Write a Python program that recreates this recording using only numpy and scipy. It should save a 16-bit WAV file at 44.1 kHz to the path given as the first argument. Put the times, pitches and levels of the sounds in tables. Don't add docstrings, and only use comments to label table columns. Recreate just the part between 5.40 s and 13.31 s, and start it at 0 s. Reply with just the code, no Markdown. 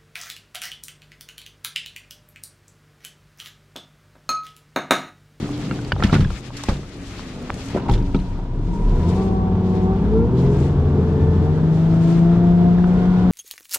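import sys
import numpy as np
from scipy import signal
from scipy.fft import rfft, irfft, next_fast_len
from scipy.io import wavfile

SR = 44100
rng = np.random.default_rng(int(sys.argv[2]) if len(sys.argv) > 2 else 0)


def digitize_waveform(pressure):
    field = np.atleast_2d(pressure).T
    bounded = np.clip(field, -1, 1)
    quanta = np.round(bounded * 32767).astype(np.int16)
    wavfile.write(sys.argv[1], SR, quanta)


N = 348831
TIME = np.arange(N) / SR

# (frequency [Hz], side minus mid [dB])
PORT_WIDTH = [(30, -20), (80, -29), (160, -33), (350, -20.5), (700, -9), (1400, -6.5), (2800, -3),
              (5000, 0.5), (12000, 0)]
PORT_LAG = 4
TOP_HZ = 15300

# (time [s], lower tone [Hz], its level [dB], upper tone [Hz], its level [dB])
HUM_TONES = [(0, 121.1, -34.5, 292, -34.5), (.5, 126.4, -35, 291.5, -37), (1.05, 128, -43, 282.7, -50),
             (1.55, 101, -41, 284, -48.5), (2.0, 105.8, -44.5, 247.5, -41.5), (2.4, 110, -29.5, 281, -39),
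             (2.95, 111.1, -40, 278.3, -38.5), (3.3, 112.5, -34.5, 270, -47)]

# (frequency [Hz], relative level [dB])
BUFFET_SPECTRUM = [(12, -13), (24, -8), (36, -2.5), (55, -3.5), (90, -5.5), (200, -34.5)]
RUMBLE_SPECTRUM = [(30, -12.5), (60, -7.5), (110, -1), (180, -1), (250, -4), (330, -6), (450, -9.5),
                   (530, -20.5), (800, -27.5), (1400, -39)]
WASH_SPECTRUM = [(250, -10.5), (500, 7), (700, 6), (930, 2), (1150, -1.5), (1450, -3.5), (1850, -11.5),
                 (2600, -15), (3200, -16), (3500, -15), (3900, -19.5), (5000, -24.5), (8000, -35.5)]
UNDER_WAY_HZ = 47.7
# (relative level until under way [dB], gain per octave of engine speed [dB])
BUFFET_LAW = (-43, 8.6)
RUMBLE_LAW = (-42.5, 6.07)
WASH_LAW = (-52.5, 7.25)
FLUTTER_LAW = (-73.5, 7.3)
FLUTTER_PAN_DB = 5.5
# (middle [s], length [s], low buffet, rumble, wash: relative levels [dB])
NOISE_SWELLS = [(0.204, 0.86, -60, -35, -46), (0.716, 0.33, -27, -40, -42.5), (2.16, 0.58, -64, -38.5, -47),
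                (2.473, 0.24, -44, -27, -41.5), (2.798, 0.9, -31.5, -40.5, -49),
                (3.671, 0.49, -29, -32, -46), (4.056, 1.8, -45, -40.5, -46), (4.636, 0.39, -36, -39, -43.5),
                (5.601, 1.5, -39.5, -27.5, -62), (6.95, 0.2, -30.5, -34, -45),
                (7.756, 0.53, -44, -48, -39.5)]
# (middle [s], length [s], frequency [Hz], level [dB])
SHUDDER = (3.5, 0.2, 34, -15.5)

# (frequency [Hz], relative level [dB])
RUSTLE_SPECTRUM = [(290, -30), (500, 12), (665, -9), (714, -17.5), (766, -0.5), (871, -10.5), (1210, 1.5),
                   (1500, -3.5), (1630, -3.5), (2720, -4), (6860, -12), (13600, -31), (15000, -45)]
# (middle [s], length [s], relative rustle level [dB], left minus right [dB])
JACKET_MOVES = [(0.197, 0.67, -44, 1.5), (0.726, 0.22, -41.5, 1), (0.947, 0.12, -44, 7.5),
                (1.064, 0.067, -46.5, 8), (1.254, 0.24, -42.5, 3), (1.518, 0.27, -50, 5),
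                (1.763, 0.3, -44, 4), (2.05, 0.32, -48.5, 3), (2.268, 0.21, -43, 5),
                (2.536, 0.054, -45, -5), (2.7, 0.55, -53, 5.5), (3.425, 0.45, -54.5, 2.5),
                (3.728, 0.34, -48.5, 7.5), (4.352, 0.23, -56.5, 11), (5.018, 0.11, -51.5, 9.5),
                (5.19, 0.26, -50.5, 8.5), (5.85, .6, -59, 1.5), (6.492, 0.41, -54, 3),
                (6.714, 0.2, -47.5, 5), (7.75, 0.62, -63, 4)]

# (frequency [Hz], relative level [dB], t60 [s])
FITTING_MODES = [(547, 16.5, 0.021), (774, 14, 0.012), (947, -5.5, 0.073), (1470, 2.5, 0.019),
                 (1680, -8, 0.019), (2180, -8.5, 0.018), (2490, -6, 0.02), (3020, 1, 0.026),
                 (3330, -3, 0.017), (4480, 11, 0.0059), (4770, -2.5, 0.03), (6920, -9, 0.029),
                 (7620, -27, 0.015), (9650, -9.5, 0.045)]
CONSOLE_MODES = [(800, 7, 0.066), (897, 6, 0.068), (1240, -0.5, 0.064), (1400, -5, .035), (2300, -8, 0.031),
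                 (2700, -10, 0.022), (3400, -4, 0.045), (4300, -8, 0.033)]
HULL_MODES = [(32.24, 4, 1), (57.5, -3.5, 1), (87.8, 0, 0.37), (115.6, -0.5, 0.15), (145.5, 4, 0.23),
              (188, -2, 0.41), (218.6, -1.5, 0.14), (277, 6, 0.082), (336, 2.5, 0.076), (397, -0.5, 0.13),
              (501, 2, 0.073), (599, -1.5, 0.071), (693, -14, 0.22)]
# (time [s], peak level [dB], colour [Hz], ring length [share of t60], pitch [factor])
CLACKS_AND_TICKS = [(.092, -23, 1070, .6, 1.2), (.311, -15, 1630, 1.7, 0.93), (.39, -27, 1400, 1.3, 1.03),
                    (.449, -29, 5100, 1, 1), (.520, -4.5, 1650, 1, 1), (.5222, -11, 2890, 0.66, 1),
                    (.5235, -23, 1510, 0.6, 1.2), (.5637, -16, 950, 0.55, 0.88),
                    (.598, -18.5, 644, 1.5, 0.95), (.604, -21, 1600, 0.95, 1.3),
                    (.6246, -7.5, 1360, 1.6, .93), (.627, -18, 2100, .6, 0.8),
                    (.6365, -10.5, 3380, 0.33, 1.02), (.6435, -25, 3600, .7, 1.2),
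                    (.650, -21, 2300, .7, 0.93), (.655, -23, 1800, .8, 0.89), (.668, -22, 1160, 1, 0.87),
                    (.671, -26, 4500, .8, 1.05), (.696, -19.5, 1570, 2.9, 0.96), (.707, -32, 750, 1, 1.1),
                    (.7265, -20, 3300, 0.45, 1.2), (.729, -27, 1300, .77, 1.1), (.741, -14, 2700, .8, 1.4),
                    (.7445, -21, 4300, .7, 1), (.751, -16, 1800, 1.2, 0.94), (.762, -14, 1600, 1.6, 1),
                    (.785, -23, 593, .9, 0.62), (.808, -24, 1760, 1.6, 0.96), (.811, -31, 4400, 0.92, 1.23),
                    (.827, -32, 2600, 0.99, 0.74), (.8445, -30, 3480, 1, 1.15),
                    (.848, -21, 1700, 1.5, 1.12), (.904, -21, 1220, 1.2, .95), (1.105, -27, 990, 1, 1.1),
                    (1.1705, -31, 7000, 0.72, 1.08), (1.237, -22.5, 1120, 1.8, 1.14),
                    (1.285, -20, 2300, 0.75, 0.85), (1.369, -32, 3740, .9, 1.2),
                    (1.432, -34, 1700, 0.63, 1.4), (1.794, -23, 1210, 0.58, 1.05),
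                    (2.098, -17, 1030, .22, 1.2), (2.1027, -7, 1360, 0.21, 0.73),
                    (4.956, -30, 1110, 0.66, 0.76), (5.87, -24.5, 1090, 0.61, 0.8),
                    (7.3855, -24.5, 1648, 0.79, 1.12), (7.4424, -16.5, 1260, 0.64, 1.0)]
# (time [s], peak level [dB], colour [Hz], ring length [share of t60], pitch [factor])
SEAT_KNOCKS = [(2.362, -21, 700, 0.62, 0.69), (2.373, -23, 1350, 1.2, 1.08), (2.464, -25, 900, 0.64, 1.15),
               (2.4898, -13.5, 800, 1.26, 1.03), (2.4965, -23, 1000, 0.43, 1.26), (2.539, -29, 3400, .8, 1),
               (2.7455, -19, 1970, 0.95, 1.02), (2.99, -30, 800, 0.78, 0.99)]
# (time [s], peak level [dB], colour [Hz], ring length [share of t60])
HULL_THUMPS = [(.026, -13.5, 198, 0.57), (.24, -18.5, 225, 2.7), (.312, -13, 212, 0.52),
               (.529, -10, 100, 0.66), (0.601, -14.5, 140, 2.6), (.637, -9.5, 188, 0.93),
               (.647, -2.5, 172, 0.08), (.726, -3, 168, 0.37), (.738, -4, 190, 1.23), (.757, -8, 170, 1.1),
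               (0.794, -4, 113, 0.76), (0.825, -7.5, 121, 0.29), (.855, -8.5, 85, 0.32),
               (1.285, -9, 203, 0.2), (1.289, -5, 75.5, 0.31), (1.312, -17, 150, 2), (1.36, -24, 200, 0.93),
               (1.391, -24, 330, 0.6), (1.424, -32, 600, 0.53), (2.105, -18, 79.5, 0.34),
               (2.348, -8.5, 368, 0.44), (2.361, -10, 605, 0.45), (2.375, -17, 380, 0.87),
               (2.493, -6.5, 148, 0.99), (2.511, -3, 45.3, 0.55), (2.555, -9, 55, 1.2),
               (2.746, -7, 214, 1.05)]
# (time [s], level [dB], t60 [s], colour [Hz])
GRITTY_SCRAPES = [(0.636, -16.5, 0.068, 1800), (0.661, -34, 0.32, 900), (0.728, -16.5, 0.095, 890),
                  (0.743, -24, 0.058, 2520), (0.752, -27, 0.12, 1500), (0.806, -32.5, 0.12, 2200),
                  (1.168, -32.5, 0.08, 5660), (1.236, -27.5, 0.033, 5970), (1.286, -20, 0.11, 664),
                  (1.288, -32.5, 0.16, 4500), (1.305, -32.5, 0.28, 550), (2.141, -36, 0.044, 6860),
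                  (2.344, -32.5, 0.27, 610), (2.367, -34, 0.19, 1120), (2.484, -33, 0.09, 1300),
                  (2.495, -29.5, 0.048, 2400), (2.518, -39, .05, 11000), (2.536, -30.5, 0.06, 3600),
                  (2.746, -34, 0.06, 2200)]
RATTLE_DB, RATTLE_S, RATTLE_HZ = -25.5, 0.079, 2200

# (time [s], firing rate [Hz])
ENGINE_SPEED = [(3.1, 30.83), (3.2, 33), (3.34, 46.63), (3.42, 52.43), (3.48, 61.2), (3.54, 66.1),
                (3.63, 78.97), (3.72, 90.84), (3.8, 95.6), (3.97, 94.94), (4.2, 93.3), (4.45, 93.5),
                (4.57, 96.8), (4.66, 103.6), (4.75, 110.3), (4.83, 116.1), (4.91, 123.1), (5.07, 136.1),
                (5.2, 139), (5.39, 140.3), (5.55, 144.9), (5.71, 146.6), (6.03, 148.8), (6.19, 157.3),
                (6.58, 165.6), (6.88, 170), (7.04, 173.8), (7.3, 175.7), (7.56, 180.4), (7.75, 180.6),
                (7.91, 182.5)]
# (time [s], load [dB])
DRIVE_LOAD = [(2.3, -48), (2.6, -5), (3.08, -8), (3.2, -6), (3.5, -3), (3.7, -1)]
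# (middle [s], length [s], push [dB])
THROTTLE_PUSHES = [(3.872, 0.36, 3), (4.405, 0.23, 5), (4.797, 0.1, 7), (5.034, 0.26, 13.5)]
CYLINDERS = 6
BLADES_PER_FIRING = 4 / 7
FIRING_MULTIPLES = (1, 2, 3, 4, 5, 8, 10, 12)
# (strength [dB], share of a push [factor], loss per dB of lighter load [dB])
FIRING_STRENGTHS = [(1.5, 0, 0.52), (-3, 0.41, 1.84), (-11.5, 1, 2.5), (-5, 1, 1.2), (-14, .6, 6),
                    (-6.5, 0.54, 6.5), (-15.5, 0, 5.5), (-6.5, .4, 6)]
# (centre [Hz], half width [Hz], level [dB])
HULL_BOOMS = [(35.4, 7.1, -19), (82.2, 8.7, -19), (93.7, 1.4, -26), (132.2, 9.5, -18), (172.1, 16.7, -14),
              (212, 26, -19.5), (339.5, 15, -21.5), (383.4, 10, -23.5), (410.3, 15, -22.5),
              (444, 12, -15.5), (467.4, 6, -19.5), (650.1, 6.9, -35), (693.4, 26, -27), (735, 9, -30.5),
              (757.8, 10, -21), (925, 35, -31.5), (1140, 19, -30.5), (1350, 50, -37.5), (1448, 12, -31.5),
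              (1797, 48, -41)]
# (centre [Hz], half width [Hz], level [dB])
HULL_FLEXES = [(33, 8, -29), (64.4, 6.2, -17), (80.6, 4.9, -24), (85, 3.8, -17.5), (98.9, 2.2, -28)]
# (frequency [Hz], gain [dB])
HULL_PATH = [(28, -5), (50, -7), (80, 1), (96, 13), (112, -3), (125, -3.5), (152, -1), (174, 14.5),
             (198, 2.5), (245, 1), (315, -6), (385, 0.5), (425, -7.5), (462, -0.5), (490, -8.5), (540, -23),
             (640, -18), (830, -21.5), (912, -11), (950, -20.5), (1000, -18), (1040, -18.5), (1130, -25),
             (1500, -35.5), (2000, -30)]
UNEVEN_DB, UNEVEN_PER_LOAD = -36, 3.06
# (time [s], level [dB], resonance centre [Hz])
INTAKE_WHINE = [(2.3, -50, 937), (2.5, -42, 923), (2.8, -46.5, 948), (3.24, -50, 961), (3.34, -34, 932),
                (3.45, -37.5, 967.3), (3.68, -34.5, 986), (3.95, -55, 1015), (4.4, -62, 994)]
INTAKE_WIDTH_HZ = 32
INTAKE_NOISE_DB, ONE_BANK_DB = -16, -11


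def undb(db):
    return 10 ** (np.asarray(db) / 20)


def unit(x):
    return x / np.sqrt(np.mean(x ** 2))


def curves(table):
    s, *columns = np.transpose(table)
    return [np.interp(TIME, s, column) for column in columns]


def response(hz, points):
    f, db = np.transpose(points)
    octaves_outside = np.abs(np.log2((hz + 1) / np.clip(hz + 1, f[0], f[-1])))
    return undb(np.interp(np.log(hz + 1), np.log(f), db) - 20 * octaves_outside)


def focus(hz, centre_hz, octaves):
    return 1 / (1 + (np.log2((hz + 1) / centre_hz) / octaves) ** 2)


def resonances(hz, peaks):
    coarse = hz[::32]
    power = 0
    for centre, width, db in peaks:
        power = power + (undb(db) / (1 + ((coarse - centre) / width) ** 2)) ** 2
    return np.interp(TIME, TIME[::32], np.sqrt(power))


def walk(rate):
    steps = rng.standard_normal(int(N / SR * rate) + 2)
    fine = signal.resample_poly(steps, 8, 1)
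    return np.interp(TIME * rate, np.arange(len(fine)) / 8, fine)


def swell(s, length):
    edge = (2 * (TIME - s) / length) ** 2
    return 1 / (1 + edge ** 2)


def pan(db):
    return undb(np.array([[.5], [-.5]]) * db)


def from_right(sound):
    return np.array([np.pad(sound[0], (PORT_LAG, 0))[:N], sound[1]])


def noise(shape, size=N, grain_db=0, wider_db=0):
    n = next_fast_len(size)
    hz = np.fft.rfftfreq(n, 1 / SR)
    grain = undb(grain_db * np.minimum(rng.exponential(size=n), 8))
    mid, side = rfft(rng.standard_normal((2, n)) * grain)
    side = side * response(hz, PORT_WIDTH) * undb(wider_db)
    ports = np.array([mid + side, mid - side])
    return unit(irfft(ports * shape(hz), n)[:, :size])


def with_speed(law):
    hz, = curves(ENGINE_SPEED)
    start_db, db_per_octave = law
    return undb(start_db + db_per_octave * np.log2(np.maximum(hz / UNDER_WAY_HZ, 1)))


def add(out, s, sound):
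    i = max(int(s * SR), 0)
    out[:, i:i + sound.shape[-1]] += sound[..., :N - i]


def hum():
    low_hz, low_db, high_hz, high_db = curves(HUM_TONES)
    tones = 0
    for hz, db in ((low_hz, low_db), (high_hz, high_db)):
        gain = undb(db + 4.0 * walk(11))
        tones = tones + gain * np.sin(2 * np.pi * np.cumsum(hz * (1 + .01 * walk(15))) / SR)
    return np.sqrt(2) * tones


def ride(phase):
    power = np.array([with_speed(law) for law in (BUFFET_LAW, RUMBLE_LAW, WASH_LAW)]) ** 2
    for s, length, *levels_db in NOISE_SWELLS:
        power += np.outer(undb(levels_db), swell(s, length)) ** 2
    wind, hull, water = np.sqrt(power)

    buffet = noise(lambda hz: response(hz, BUFFET_SPECTRUM), wider_db=4)
    buffet = buffet * wind * undb(0.5 + 1.7 * walk(5.2)) * pan(2.5)

    rumble = noise(lambda hz: response(hz, RUMBLE_SPECTRUM))
    rumble = rumble * hull * undb(4.0 + 1.8 * walk(12)) * pan(1.7)

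    wash = noise(lambda hz: response(hz, WASH_SPECTRUM), grain_db=2.0)
    exhaust_pulse = 1 + 0.057 * np.sin(phase)
    wash = wash * water * undb(3.0 + 0.62 * walk(22)) * exhaust_pulse
    return buffet + rumble + wash


def shudder():
    s, length, hz, db = SHUDDER
    phase = 2 * np.pi * np.cumsum(hz * (1 + 0.033 * walk(4.7))) / SR
    return np.sqrt(2) * undb(db) * swell(s, length) * np.sin(phase)


def jacket():
    power = (with_speed(FLUTTER_LAW) * pan(FLUTTER_PAN_DB)) ** 2
    for s, length, db, pan_db in JACKET_MOVES:
        power += (undb(db) * pan(pan_db) * swell(s, length)) ** 2

    slide = 0
    for fold_hz in 1000 * 2 ** np.arange(5):
        fold = noise(lambda hz: response(hz, RUSTLE_SPECTRUM) * focus(hz, fold_hz, 1.0) ** 2, grain_db=2.0)
        fold_gain = response(fold_hz, RUSTLE_SPECTRUM) * np.sqrt(fold_hz)
        slide += fold * fold_gain * undb(2.8 * walk(35))
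    creases = noise(lambda hz: response(hz, RUSTLE_SPECTRUM) * np.sqrt(hz + 1), grain_db=4.1)
    cloth = unit(slide) + undb(-7.5) * creases
    return cloth * np.sqrt(power) * undb(2.0 + 0.35 * walk(25))


def scrapes():
    out, t = np.zeros((2, N)), TIME[:SR // 3]
    for s, db, t60, colour_hz in GRITTY_SCRAPES:
        def grit(hz):
            return focus(hz, colour_hz, 1.07) / np.sqrt(hz + 300) / (1 + (hz / 9000) ** 4)
        burst = noise(grit, size=len(t), grain_db=2.0)
        envelope = np.exp(-np.log(1000) * t / t60) * (1 - np.exp(-t / 0.00032))
        add(out, s, burst * undb(db) * envelope)
    return out


def rattles(count=6):
    chance = rng.random((len(HULL_THUMPS), count, 3))
    ticks = []
    for (s, db, *_), draws in zip(HULL_THUMPS, chance):
        for late, colour, size in draws:
            tick_hz = RATTLE_HZ * 2 ** (2 * colour - 1)
            pitch = 2 ** (0.654 * (size - .5))
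            ticks.append((s + RATTLE_S * late, db + RATTLE_DB - 5 * late, tick_hz, 1, pitch))
    return ticks


def blows(events, modes, octaves, contact_s, scatter):
    out, t = np.zeros((2, N)), TIME[:SR // 2]
    hz, db, t60 = np.transpose(modes)
    t = t[t < 1.5 * t60.max()]
    for s, peak_db, colour_hz, length, pitch in events:
        detune, skew = rng.standard_normal((2, len(hz)))
        spin = 2j * np.pi * hz * pitch * (1 + scatter * detune)
        decay = np.log(1000) / (t60 * max(length, .05))
        rings = np.exp(np.outer(spin - decay, t))
        weight = undb(db) * focus(hz * pitch, colour_hz, octaves) * (-1) ** (np.arange(len(hz)) // 3)
        ports = weight * np.exp(1j * np.outer([1, -1], skew * np.sqrt(hz / 25000)))
        ring = (ports @ rings).imag * (1 - np.exp(-t / contact_s))
        add(out, s, ring * undb(peak_db) / np.abs(ring).max())
    return out


def intake(phase):
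    hz, = curves(ENGINE_SPEED)
    level_db, centre_hz = curves(INTAKE_WHINE)
    whine = 0
    for k in range(12, 68):
        gain = resonances(k / 2 * hz - centre_hz, [(0.0011, INTAKE_WIDTH_HZ, 0)])
        gain = gain * undb(ONE_BANK_DB * (k % 2))
        whine += gain * np.sin((k / 2 * phase + rng.uniform(0, 2 * np.pi)).astype(np.float32))
    air = noise(lambda f: focus(f, centre_hz.mean(), 0.046)) * undb(INTAKE_NOISE_DB)
    started = TIME > INTAKE_WHINE[0][0]
    return (whine + air) * undb(level_db + 1.2 * walk(20)) * started


def line_db(k):
    if k % CYLINDERS == 0:
        return 4.0
    if k % (CYLINDERS // 2) == 0:
        return 2.5
    if k % 2 == 0:
        return .4
    return -3.0


def outboard():
    hz, = curves(ENGINE_SPEED)
    load_db, = curves(DRIVE_LOAD)
    push_db = sum(db * swell(s, length) for s, length, db in THROTTLE_PUSHES)
    phase = 2 * np.pi * np.cumsum(hz * (1 + 0.0014 * walk(25))) / SR
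    opposite_ports = np.array([[1], [-1]])
    port_skew = 0.055 * walk(2.99) * opposite_ports

    firing = 0
    for k, (db, push_share, load_share) in zip(FIRING_MULTIPLES, FIRING_STRENGTHS):
        waver_db = min(0.3 + 0.51 * k, 2.0) * walk(14)
        level_db = db + push_share * push_db + load_share * load_db + waver_db
        firing += resonances(k * hz, HULL_BOOMS) * undb(level_db) * np.sin(k * (phase + port_skew))
    firing = firing * (1 + 0.15 * np.sin(phase / CYLINDERS + 0.34 * walk(9.9)))

    cycle_lines = 0
    for k in range(4, 76):
        multiple = k / CYLINDERS
        if multiple not in FIRING_MULTIPLES:
            coarse_gain = response(hz[::64] * multiple, HULL_PATH) * undb(line_db(k))
            gain = np.repeat(coarse_gain, 64)[:N]
            sway = 1 + .35 * walk(8)
            line_phase = multiple * phase + rng.uniform(0, 2 * np.pi)
            cycle_lines += gain * sway * np.sin(line_phase.astype(np.float32))
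    uneven = undb(UNEVEN_DB + UNEVEN_PER_LOAD * load_db + 0.29 * push_db) * cycle_lines

    throb_gain = resonances(BLADES_PER_FIRING * hz, HULL_FLEXES) * undb(load_db + 1.8 * walk(12))
    throb_wander = 0.085 * walk(10) + 0.34 * walk(2.9) * opposite_ports
    propeller = throb_gain * np.sin(BLADES_PER_FIRING * phase + throb_wander)

    sound = np.sqrt(2) * (firing + propeller + uneven)
    return sound * pan(np.interp(TIME, [5.5, 6.8], [1.0, 2.3])), phase


def scene():
    engine, phase = outboard()
    boat = from_right(engine + ride(phase) + intake(phase) + shudder() + hum())
    clacks = blows(CLACKS_AND_TICKS + rattles(), FITTING_MODES, octaves=0.36, contact_s=0.00032, scatter=0.022)
    knocks = blows(SEAT_KNOCKS, CONSOLE_MODES, octaves=0.46, contact_s=0.00055, scatter=0.011)
    thump_events = [(*row, 1) for row in HULL_THUMPS]
    thumps = blows(thump_events, HULL_MODES, octaves=0.72, contact_s=0.0014, scatter=0.0273)
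    return boat + jacket() + (clacks + knocks + scrapes()) * pan(-1.0) + thumps * pan(0.29)


def record(dry):
    dry = signal.sosfilt(signal.butter(2, 18, "high", fs=SR, output="sos"), dry)
    rounded = dry / (1 + (dry / .8) ** 6) ** (1 / 6)
    return signal.sosfilt(signal.ellip(8, .2, 80, TOP_HZ, fs=SR, output="sos"), rounded)


dry = scene()
out = record(dry)
digitize_waveform(out)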